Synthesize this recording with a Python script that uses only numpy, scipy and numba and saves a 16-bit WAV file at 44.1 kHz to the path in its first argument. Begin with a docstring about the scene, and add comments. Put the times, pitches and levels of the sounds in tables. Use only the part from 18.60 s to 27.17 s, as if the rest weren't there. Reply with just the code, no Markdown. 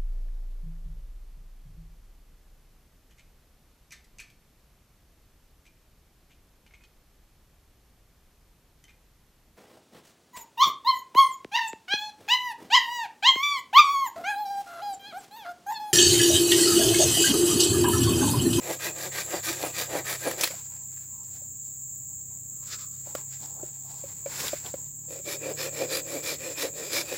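"""A folding saw rasps back and forth through a thin branch held on a log, a few metres away in a forest.
Its teeth tear fibres and ring the blade while the branch sticks, slips and judders. A piece snaps off;
the branch is shifted, knocking on the log among rustling leaves and rubbing bark, and a second cut begins.
Behind it, in mono, cicadas sing a steady high band, a far engine drones and the forest air rumbles."""
import sys
import numpy as np
from scipy import signal
from scipy.fft import rfft, irfft, next_fast_len
from scipy.io import wavfile
from scipy.ndimage import uniform_filter1d
from numba import njit

SR = 44100
rng = np.random.default_rng(int(sys.argv[2]) if len(sys.argv) > 2 else 0)


def to_wav(sig):
    """Store sig (one row per channel, or 1-D mono) as 16-bit WAV at the path in sys.argv[1].

    Samples outside -1..1 are clipped; the rate is SR.
    """
    pcm = np.clip(np.atleast_2d(sig), -1, 1) * 32767
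    pcm = np.round(pcm).astype(np.int16)
    wavfile.write(sys.argv[1], SR, pcm.T)  # frames by channels


N = 377937
T = np.arange(N) / SR
CUT_THROUGH_S, NEW_GRIP_S = 1.807, 4  # the first cut ends; the branch is held anew for the second

# Saw strokes, away and back in turn: (start [s], length [s], fastest point [share of length], rasp [dB],
# treble over rasp [dB], sizzle over treble [dB], judder [dB], main low branch mode over judder [dB])
STROKES = [(-0.043, 0.23, 0.66, -40, -2, 0, -40, -7), (0.183, 0.149, 0.47, -34, -2, -1, -43, -12),
           (0.284, 0.229, 0.67, -42, 0, 0, -42, -4), (0.507, 0.156, 0.46, -35, -2, -1, -44, -9),
           (0.604, 0.216, 0.66, -40, -2, -1, -40, -6), (0.823, 0.163, 0.39, -35, 0, -2, -45, -20),
           (0.905, 0.226, 0.63, -40, -2, 1, -40, -3), (1.118, 0.167, 0.51, -36, -1, 0, -44, -8),
           (1.246, 0.19, 0.62, -39, -2, 0, -36, -6), (1.434, 0.157, 0.47, -36, -1, 0, -41, -9),
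           (1.546, 0.23, 0.58, -40, -2, 0, -55, 1), (1.719, 0.23, 0.67, -31, -1, -1, -40, -5),
           (6.468, 0.166, 0.49, -54, 0, -2, -45, -7), (6.636, 0.151, 0.5, -41, 1, -3, -44, -2),
           (6.749, 0.197, 0.67, -43, -3, -4, -38, -4), (6.953, 0.153, 0.51, -37, 0, -5, -41, -7),
           (7.088, 0.21, 0.56, -41, -2, -4, -38, -8), (7.274, 0.153, 0.49, -36, 1, -4, -38, -9),
           (7.431, 0.207, 0.52, -44, -1, -2, -40, -6), (7.616, 0.159, 0.46, -36, 2, -5, -39, -7),
           (7.751, 0.216, 0.57, -44, -2, -2, -42, -7), (7.947, 0.157, 0.47, -36, 0, -4, -45, 0),
           (8.115, 0.23, 0.51, -46, 0, -3, -53, 2), (8.292, 0.154, 0.47, -33, 2, -5, -39, -20),
           (8.409, 0.23, 0.57, -41, -3, -2, -44, -1)]
# Tooth noise in three bands, low to high: (frequency [Hz], spectral level [dB])
RASP_EQ = [(500, -26.5), (1000, -2.5), (2800, -0.5), (3300, -8), (3800, -35.5)]
HISS_EQ = [(2800, -28.5), (3500, 3), (5000, -3.5), (7000, -0.5), (9000, -19.5)]
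SIZZLE_EQ = [(6000, -6.5), (8000, 2.5), (9300, -4), (10300, 0), (11300, 1.5), (13000, 0), (16000, -1)]
ZING_HZ = [9100, 10200, 11000, 11900, 13000, 14300]  # top blade modes, which flare briefly

def saw(speeds):
    """Teeth tear fibres in dense clicks that ring the blade; the faster it moves, the louder the bite."""
    rasp_db, treble_db, sizzle_db = np.transpose(STROKES)[3:6]
    bite = undb(np.c_[rasp_db]) * speeds ** 1.5
    teeth = grains(7000, spread_db=2) * undb(1.2 * walk(200))
    rasp = undb(-4.5) * blade(teeth, BLADE_MODES[:4]) + undb(-4) * colour(teeth, RASP_EQ)
    treble = undb(-8) * blade(teeth, BLADE_MODES[4:]) + undb(-1) * colour(teeth, HISS_EQ)
    zing = sum(undb(6 * walk(45)) * ring(teeth, hz, width=300) for hz in ZING_HZ)
    sizzle = undb(-2.5) * colour(teeth, SIZZLE_EQ) + level(zing, -4)
    bands = (rasp, 0), (treble, treble_db), (sizzle, treble_db + sizzle_db)
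    return sum(drag(mix(bite, over_db), db=-14.5) * undb(walk(40)) * band for band, over_db in bands)


def blade_speed():
    """Speed 0-1 of every stroke: a lopsided arch."""
    start, length, fastest = np.transpose(STROKES)[:3]
    progress = np.clip((T - np.c_[start]) / np.c_[length], 0, 1)
    skewed = progress ** np.c_[np.log(.5) / np.log(fastest)]
    return np.abs(np.sin(np.pi * skewed)) * ((T < CUT_THROUGH_S) | (T > NEW_GRIP_S))


def drag(gain, db, smear_s=.12):
    """The blade still scrapes as it turns round: a smeared copy of the envelope fills the gaps."""
    return np.hypot(gain, undb(db) * uniform_filter1d(gain, int(smear_s * SR)))


# The blade's ring: (frequency [Hz], nominal width [Hz], first-cut level [dB], second-cut level [dB])
BLADE_MODES = [(1255, 40, 9, -35), (1620, 74, 9.5, -24), (1903, 250, 9, 3.5), (2375, 160, 8, 12.5),
               (4050, 100, -2.5, 0.5), (4580, 300, -5, -2.5), (5160, 340, -10.5, 0),
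               (5870, 400, -12.5, -12)]

def blade(teeth, modes):
    """Modes slide and swap strength as another length of blade passes through the cut."""
    out = 0
    for hz, width, first_db, second_db in modes:
        sliding_hz = hz * (1 + .025 * walk(14))
        db = np.where(T < NEW_GRIP_S, first_db, second_db) + 3 * walk(30)
        out = out + undb(db) * svf(svf(teeth, sliding_hz, 2. * width), sliding_hz, 2. * width)
    return level(out, 0)


# The branch's woody modes in each grip, main low mode first, plus the low buzz of its slipping (171 Hz)
# in the first cut: (frequency [Hz], width [Hz], level [dB])
FIRST_GRIP_BANDS = [(336, 29, 0), (532, 30, 0.5), (620, 320, 2.5), (820, 510, -10.5), (171, 40, 0.5)]
SECOND_GRIP_BANDS = [(356.4, 110, 0), (484, 65, 5.5), (545, 33, 11), (817, 250, -26.5), (260, 21, -18.5)]

def judder(gain, low_gain, bands, slip_hz):
    """The branch sticks and slips unevenly under the teeth; each slip rings its modes."""
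    slip_count = np.floor(np.cumsum(slip_hz * (1 + .22 * walk(120))) / SR)
    slips = np.diff(slip_count, prepend=0) * undb(2 * walk(150))
    friction = level(slips, 0) + .5 * rng.standard_normal(N)
    force = colour(friction, [(110, -23), (170, -8.5), (300, 5), (750, -3.5), (1500, -13.5)])
    low, *rest = (undb(db) * svf(force, hz * (1 + .037 * walk(12)), float(width))
                  for hz, width, db in bands)
    return low_gain * level(low, -4) + gain * level(sum(rest), .2)


# Jolts as the teeth bind: (time [s], level [dB], main low mode over level [dB], 20 dB rise [s])
BINDS = [(0.107, -30, -4, 0.025), (0.274, -36, 0, 0.038), (0.462, -41, -4, 0.042), (0.742, -28, -5, 0.027),
         (0.904, -41, 7, 0.049), (1.042, -26, -9, 0.028), (1.208, -36, -25, 0.025), (1.355, -25, -6, 0.033),
         (1.508, -40, -6, 0.025), (1.673, -29, -8, 0.051), (1.714, -35, -5, 0.025),
         (1.787, -39, -10, 0.025), (1.811, -40, -5, 0.025), (1.836, -36, -11, 0.034),
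         (6.559, -39, -25, 0.026), (6.677, -35, -7, 0.025), (6.749, -45, 1, 0.025),
         (6.875, -32, -25, 0.077), (7.062, -38, -11, 0.043), (7.223, -22, -16, 0.032),
         (7.326, -36, -11, 0.025), (7.382, -36, -7, 0.047), (7.548, -32, -2, 0.025),
         (7.567, -32, -9, 0.025), (7.726, -36, -25, 0.025), (7.903, -36, -13, 0.025),
         (8.045, -30, -25, 0.039), (8.211, -39, -22, 0.111), (8.377, -38, 2, 0.07), (8.528, -32, -6, 0.025)]

def shaking(speeds):
    """Envelopes for the branch's other bands and its main low mode: strokes shake it, binds jolt it."""
    stroke_db, stroke_low_db = np.transpose(STROKES)[6:]
    times, bind_db, bind_low_db, rise_s = np.transpose(BINDS)
    strokes = undb(np.c_[stroke_db]) * speeds ** 1.1
    jolts = swells(times, bind_db, rise_s, fall_s=1.5 * rise_s)
    gains = np.vstack([strokes, jolts])
    low = mix(gains, np.r_[stroke_low_db, bind_low_db])
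    return drag(mix(gains), db=-21) * undb(.8 * walk(45)), low * undb(.8 * walk(25))


# Fibres and twigs breaking: (time [s], level [dB], centre [Hz], 60 dB decay [s])
SNAPS = [(1.7126, -16.5, 1780, 0.028), (1.7799, -25, 1840, 0.036), (1.8103, -13.5, 5990, 0.053),
         (1.8353, -6, 2520, 0.039), (1.8416, -10, 4160, 0.03), (1.8528, -17, 1710, 0.025),
         (1.8747, -15, 1624, 0.027), (1.909, -30, 2220, 0.04), (2.162, -43, 4980, 0.03),
         (2.37, -39.5, 1730, 0.06), (2.6394, -41, 5560, 0.03), (3.042, -51.5, 5640, 0.03),
         (3.0714, -51, 4680, 0.026), (4.5509, -17, 1250, 0.03), (4.8554, -33, 5400, 0.034),
         (5.8677, -22, 5600, 0.03), (5.8814, -16.5, 3400, 0.027), (6.0618, -26, 3270, 0.024)]

def snaps():
    """Breaking wood gives a sharp burst: a woody centre over a wide crack."""
    out = np.zeros(N)
    t = T[:int(.15 * SR)]
    for time, db, hz, t60 in SNAPS:
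        rise_s = .0001 * undb(-db - 20)  # faint ones start softly
        burst = rng.standard_normal(len(t)) * np.exp(-np.log(1000) * t / t60) * (1 - np.exp(-t / rise_s))
        crack = .5 * burst + 1.9 * ring(burst, hz, .15 * hz)
        thinned = signal.lfilter([1, -1], [1, -.9], crack)  # bass roll-off
        out[int(time * SR):int(time * SR) + len(t)] += undb(db - 4) * thinned
    return out


# Wood hitting the log, first the cut-off piece tumbling, then the branch as it is shifted: (time [s], level
# [dB], pitch [Hz], log thud [dB], crack [dB], 60 dB decay [s])
KNOCKS = [(1.872, -38, 540, -10, -25, .04), (1.905, -34, 560, -8, -22, .03),
          (1.937, -38, 680, -14, -25, .035), (2.818, -48.5, 567, -12.5, -19.5, 0.037),
          (4.471, -40.5, 571, -5, -17, 0.04), (4.551, -17.5, 550, -7, -30, 0.015),
          (5.031, -33.5, 594, 6.5, -30, 0.04), (5.437, -35.5, 550, -6.5, -20, 0.065),
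          (5.66, -26, 554, -14, -16, 0.053), (5.932, -18.5, 578, -6, -19, 0.03),
          (6.14, -23.5, 544, -6, -17, 0.029)]
# Partials of a knock: (frequency [multiple of pitch], level [dB], decay [share of the knock's])
KNOCK_MODES = [(1, 5, 1), (1.5, -26, .5), (2.15, -35, .7), (3.3, -26, .5), (4.2, -12.5, .6)]

def knocks(thud_hz=362):
    """Each blow rings the wood and the log under it; more crack also wakes the upper modes."""
    out = np.zeros(N)
    t = T[:int(.2 * SR)]
    for time, db, hz, thud_db, crack_db, t60 in KNOCKS:
        hiss = rng.standard_normal(len(t))
        fade = -np.log(1000) * t / t60
        first, *upper = (undb(mode_db) * np.sin(2 * np.pi * ratio * hz * t) * np.exp(fade / share)
                         for ratio, mode_db, share in KNOCK_MODES)
        branch = first + undb(crack_db + 16.5) * sum(upper)
        thud = undb(thud_db) * np.sin(2 * np.pi * thud_hz * t) * np.exp(fade)
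        chatter = .55 * ring(hiss, .72 * hz, hz) * np.exp(.41 * fade)  # rough bark dirties the ring
        attack = 1 - np.exp(-t / .0014)
        crack = undb(crack_db) * hiss * np.exp(3 * fade)
        rattle = undb(crack_db - 7.5) * ring(hiss, 1550, 980) * np.exp(.55 * fade)  # loose bark
        knock = (branch + thud + chatter) * attack + crack + rattle
        out[int(time * SR):int(time * SR) + len(t)] += undb(db) * knock
    return out


# Brushes of leaves, bark and cloth: (time [s], level [dB], 20 dB rise [s], 20 dB fall [s],
# dull band over level [dB], crackle over level [dB])
BRUSHES = [(1.83, -34, .04, .07, -3, 1), (1.875, -44, .02, .17, -3, 0), (2.15, -66, .15, .2, -2, -2),
           (2.38, -65, .15, .2, -2, -2), (2.79, -63, .35, .13, -8, -2), (3.068, -63, .1, .07, -15, -6),
           (4.03, -62, .03, .15, -4, -10), (4.08, -53, .04, .1, -12, -3),
           (4.131, -38.5, .045, .045, -6, -18), (4.19, -45, .02, .075, -7, -15),
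           (4.36, -64, .15, .15, -12, 0), (4.49, -58, .14, .1, -8, 2), (4.575, -56, .03, .07, 1, -3),
           (4.74, -51, .07, .2, -8, -12), (4.84, -52, .1, .12, -14, -9), (5.05, -62, .05, .2, -6, -2),
           (5.32, -57, .2, .2, -10, -8), (5.47, -60, .2, .3, -5, 0), (5.725, -46, .04, .06, -3, -3),
           (5.805, -34, .11, .1, -8, -4), (5.865, -37, .04, .13, -5, -5), (6.04, -53, .15, .25, -8, -2)]

def rustle(grit, stir_db=-77):
    """Brushed leaves give tiny clicks, patchy by band, over a faint stir that never rests."""
    *shape, dull_db, crackle_db = np.transpose(BRUSHES)
    gains = np.vstack([swells(*shape), np.full(N, undb(stir_db))])
    dull = undb(1.2 * walk(25)) * colour(grit, [(900, -31), (1500, -1.5), (2500, -2), (3500, -22)])
    crisp = colour(grit, [(2500, -26), (3500, -5), (5000, -1.5), (7000, -5.5), (9000, -27)])
    crisp *= undb(1.2 * walk(25) - 1)
    crackle = undb(2) * colour(grit, SIZZLE_EQ)
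    dull_gain = mix(gains, np.r_[dull_db, -4])  # the appended offset is the stir's
    crackle_gain = mix(gains, np.r_[crackle_db, 2])
    return dull_gain * dull + mix(gains) * crisp + crackle_gain * crackle


# Bark on bark: (time [s], level [dB], 20 dB rise [s], 20 dB fall [s], ring [Hz], body over ring [dB])
RUBS = [(1.91, -52, .015, .12, 980, 0), (2.1, -70, .2, .6, 900, -2), (2.62, -62, .2, .08, 970, -6),
        (2.8, -69, .1, .1, 830, 0), (4.025, -60, .015, .12, 1100, -6), (4.13, -50, .05, .1, 1250, -12),
        (4.19, -56, .04, .15, 1200, -12), (4.48, -56, .04, .12, 850, 3), (4.58, -56, .03, .08, 946, 0),
        (4.85, -56, .15, .25, 850, 0), (5.0, -59, .06, .15, 830, 3), (5.264, -56, .08, .25, 847, -7),
        (5.52, -65, .2, .12, 901, 0), (5.726, -53, .04, .15, 950, 1), (5.86, -48, .25, .1, 980, 2),
        (6.055, -54, .045, .05, 880, 0), (6.18, -66, .03, .1, 908, 4)]

def bark_rub(grit, floor_db=-78, width_hz=410.):
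    """Rubbed bark scrapes with a ring over a hollow body, and never quite falls silent."""
    *shape, ring_hz, body_db = np.transpose(RUBS)
    gains = swells(*shape)
    hz = ring_hz[np.argmax(gains, axis=0)]  # the loudest rub sets the pitch
    scrape = level(svf(svf(grit, hz, width_hz), hz, width_hz), -1)
    scrape *= np.hypot(mix(gains), undb(floor_db))
    body = undb(.5) * colour(grit, [(250, -7), (500, -2), (1500, -16.5), (2200, -31.5)])
    body *= np.hypot(mix(gains, body_db), undb(floor_db))
    return undb(2 * walk(25)) * (scrape + body)


def tree_scatter(near, t60_s=.15, wet_db=-20):
    """Trunks and leaves scatter a short diffuse tail."""
    t = T[:SR // 2]
    tail = rng.standard_normal(len(t)) * np.exp(-np.log(1000) * t / t60_s) * (t > .006)
    return signal.fftconvolve(near, undb(wet_db) * tail / np.sqrt(np.sum(tail ** 2)))[:N]


# The cicadas' shrill band: (frequency [Hz], spectral level [dB])
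CICADA_EQ = [(3290, -82.5), (5600, -37.5), (6000, -32.5), (6460, -12.5), (7440, 0.5), (7980, -9.5),
             (8440, -31.5), (8810, -33.5), (10400, -42.5), (12200, -42), (13100, -26.5), (13600, -20.5),
             (14800, -16), (15700, -19)]

def cicadas(db=-38.5):
    """A chorus of clicking membranes, too many to tell apart, ringing one body band and its octave."""
    return undb(db + .72 * walk(2) + .44 * walk(26)) * colour(grains(8000, spread_db=1), CICADA_EQ)


# The engine's slow pitch bend: (time [s], firing rate [Hz])
ENGINE_RATE = [(0, 33.8), (1, 33), (2, 32.3), (2.7, 31.7), (3.5, 31.7), (4.2, 32.4), (5.25, 33.6),
               (6.5, 35.3), (7.3, 36.3), (8.57, 37.2)]
# Partials of the drone: (frequency [multiple of firing rate], level [dB])
ENGINE_ORDERS = [(2, -69.5), (2.5, -77.5), (3, -59.5), (4, -55), (5, -66.5), (6, -71)]
# Fader ride on the drone: (time [s], gain [dB])
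ENGINE_FADER = [(0, 0), (1.5, 3.5), (2.5, -3.5), (4, -1), (5.5, 0), (7, 1), (8.57, -3)]

def engine():
    """A far engine's low firing orders, each wavering over the long path."""
    phase = 2 * np.pi * np.cumsum(np.interp(T, *np.transpose(ENGINE_RATE))) / SR
    drone = sum(undb(db + 2 * walk(7.3)) * np.sin(order * phase + .74 * walk(3))
                for order, db in ENGINE_ORDERS)
    return np.sqrt(2) * undb(np.interp(T, *np.transpose(ENGINE_FADER))) * drone


# The forest's ambience bed: (frequency [Hz], spectral level [dB])
FOREST_EQ = [(25, -29.5), (60, -9), (110, -4.5), (160, -8.5), (250, -14), (600, -29.5), (1500, -42),
             (4500, -41.5), (12000, -41)]

def forest_air(db=-58.5):
    """A soft rumble with faint hiss, drifting gently in level."""
    return undb(db + walk(2.3)) * colour(rng.standard_normal(N), FOREST_EQ)


def undb(db):
    """Decibels to gain."""
    return np.exp(np.asarray(db) * np.log(10) / 20)


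def level(x, db):
    """Sets the rms of x to db."""
    return x * undb(db) / np.sqrt(np.mean(x ** 2))


def colour(x, points):
    """Equalises x by (frequency [Hz], level [dB]) points; rms 1."""
    hz, db = np.transpose(points)
    size = next_fast_len(N)
    log_hz = np.log(np.arange(1, size // 2 + 2) * SR / size)
    curve = undb(np.interp(log_hz, np.log(hz), db))
    return level(irfft(rfft(x, size) * curve, size)[:N], 0)


def ring(x, hz, width):
    """One resonance, gain 1 at its centre."""
    return signal.lfilter(*signal.iirpeak(hz, hz / width, fs=SR), x)


@njit
def svf(x, hz, width):
    """State-variable band-pass whose centre moves; gain 1 at the centre."""
    y, band_state, low_state = np.empty(len(x)), 0., 0.
    for i in range(len(x)):
        g, damping = np.tan(np.pi * hz[i] / SR), width / hz[i]
        band = (band_state + g * (x[i] - low_state)) / (1 + g * (g + damping))
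        band_state, low_state = 2 * band - band_state, low_state + 2 * g * band
        y[i] = damping * band
    return y


def walk(rate):
    """Random levels held 1 / rate s and slewed twice; spread near 1."""
    hold = int(SR / rate)
    steps = np.repeat(rng.standard_normal(N // hold + 1), hold)
    return 1.3 * uniform_filter1d(uniform_filter1d(steps, hold), hold)[:N]


def grains(rate, spread_db):
    """Clicks at random moments, a few much larger than the rest."""
    when, sign, size = rng.random((3, N))
    return (when < rate / SR) * np.sign(sign - .5) * undb(-spread_db * np.log(1 - size))


def swells(times, db, rise_s, fall_s):
    """One envelope per event: 20 dB up in rise_s, 20 dB down in fall_s."""
    late = T - np.c_[times]
    return undb(np.c_[db] - 20 * np.where(late < 0, -late / np.c_[rise_s], late / np.c_[fall_s]))


def mix(gains, over_db=0):
    """Power sum of the events' envelopes, each offset by over_db."""
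    offsets = np.c_[undb(over_db) * np.ones(len(gains))]
    return np.sqrt(np.sum((gains * offsets) ** 2, axis=0))


def scene():
    """Saw and branch up front with their tail from the trees, over cicadas, engine and air."""
    speeds = blade_speed()
    near = saw(speeds) + knocks() + snaps()
    grit = grains(11000, spread_db=1.9) * undb(2 * walk(50))  # tiny contacts of leaves and bark
    near += rustle(grit) + bark_rub(grit)
    shake = shaking(speeds)
    first_cut = judder(*shake, FIRST_GRIP_BANDS, slip_hz=170.3)
    second_cut = judder(*shake, SECOND_GRIP_BANDS, slip_hz=145.5)
    near += np.where(T < NEW_GRIP_S, first_cut, second_cut)
    return np.tile(near + tree_scatter(near) + forest_air() + cicadas() + engine(), (2, 1))


def record(dry, low_cut_hz=45, top_hz=15750):
    """The microphone loses the deepest bass; the top is cut steeply."""
    dry = signal.sosfilt(signal.butter(2, low_cut_hz, "high", fs=SR, output="sos"), dry)
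    return signal.sosfilt(signal.ellip(10, .2, 70, top_hz, fs=SR, output="sos"), dry)


dry = scene()
out = record(dry)
to_wav(out)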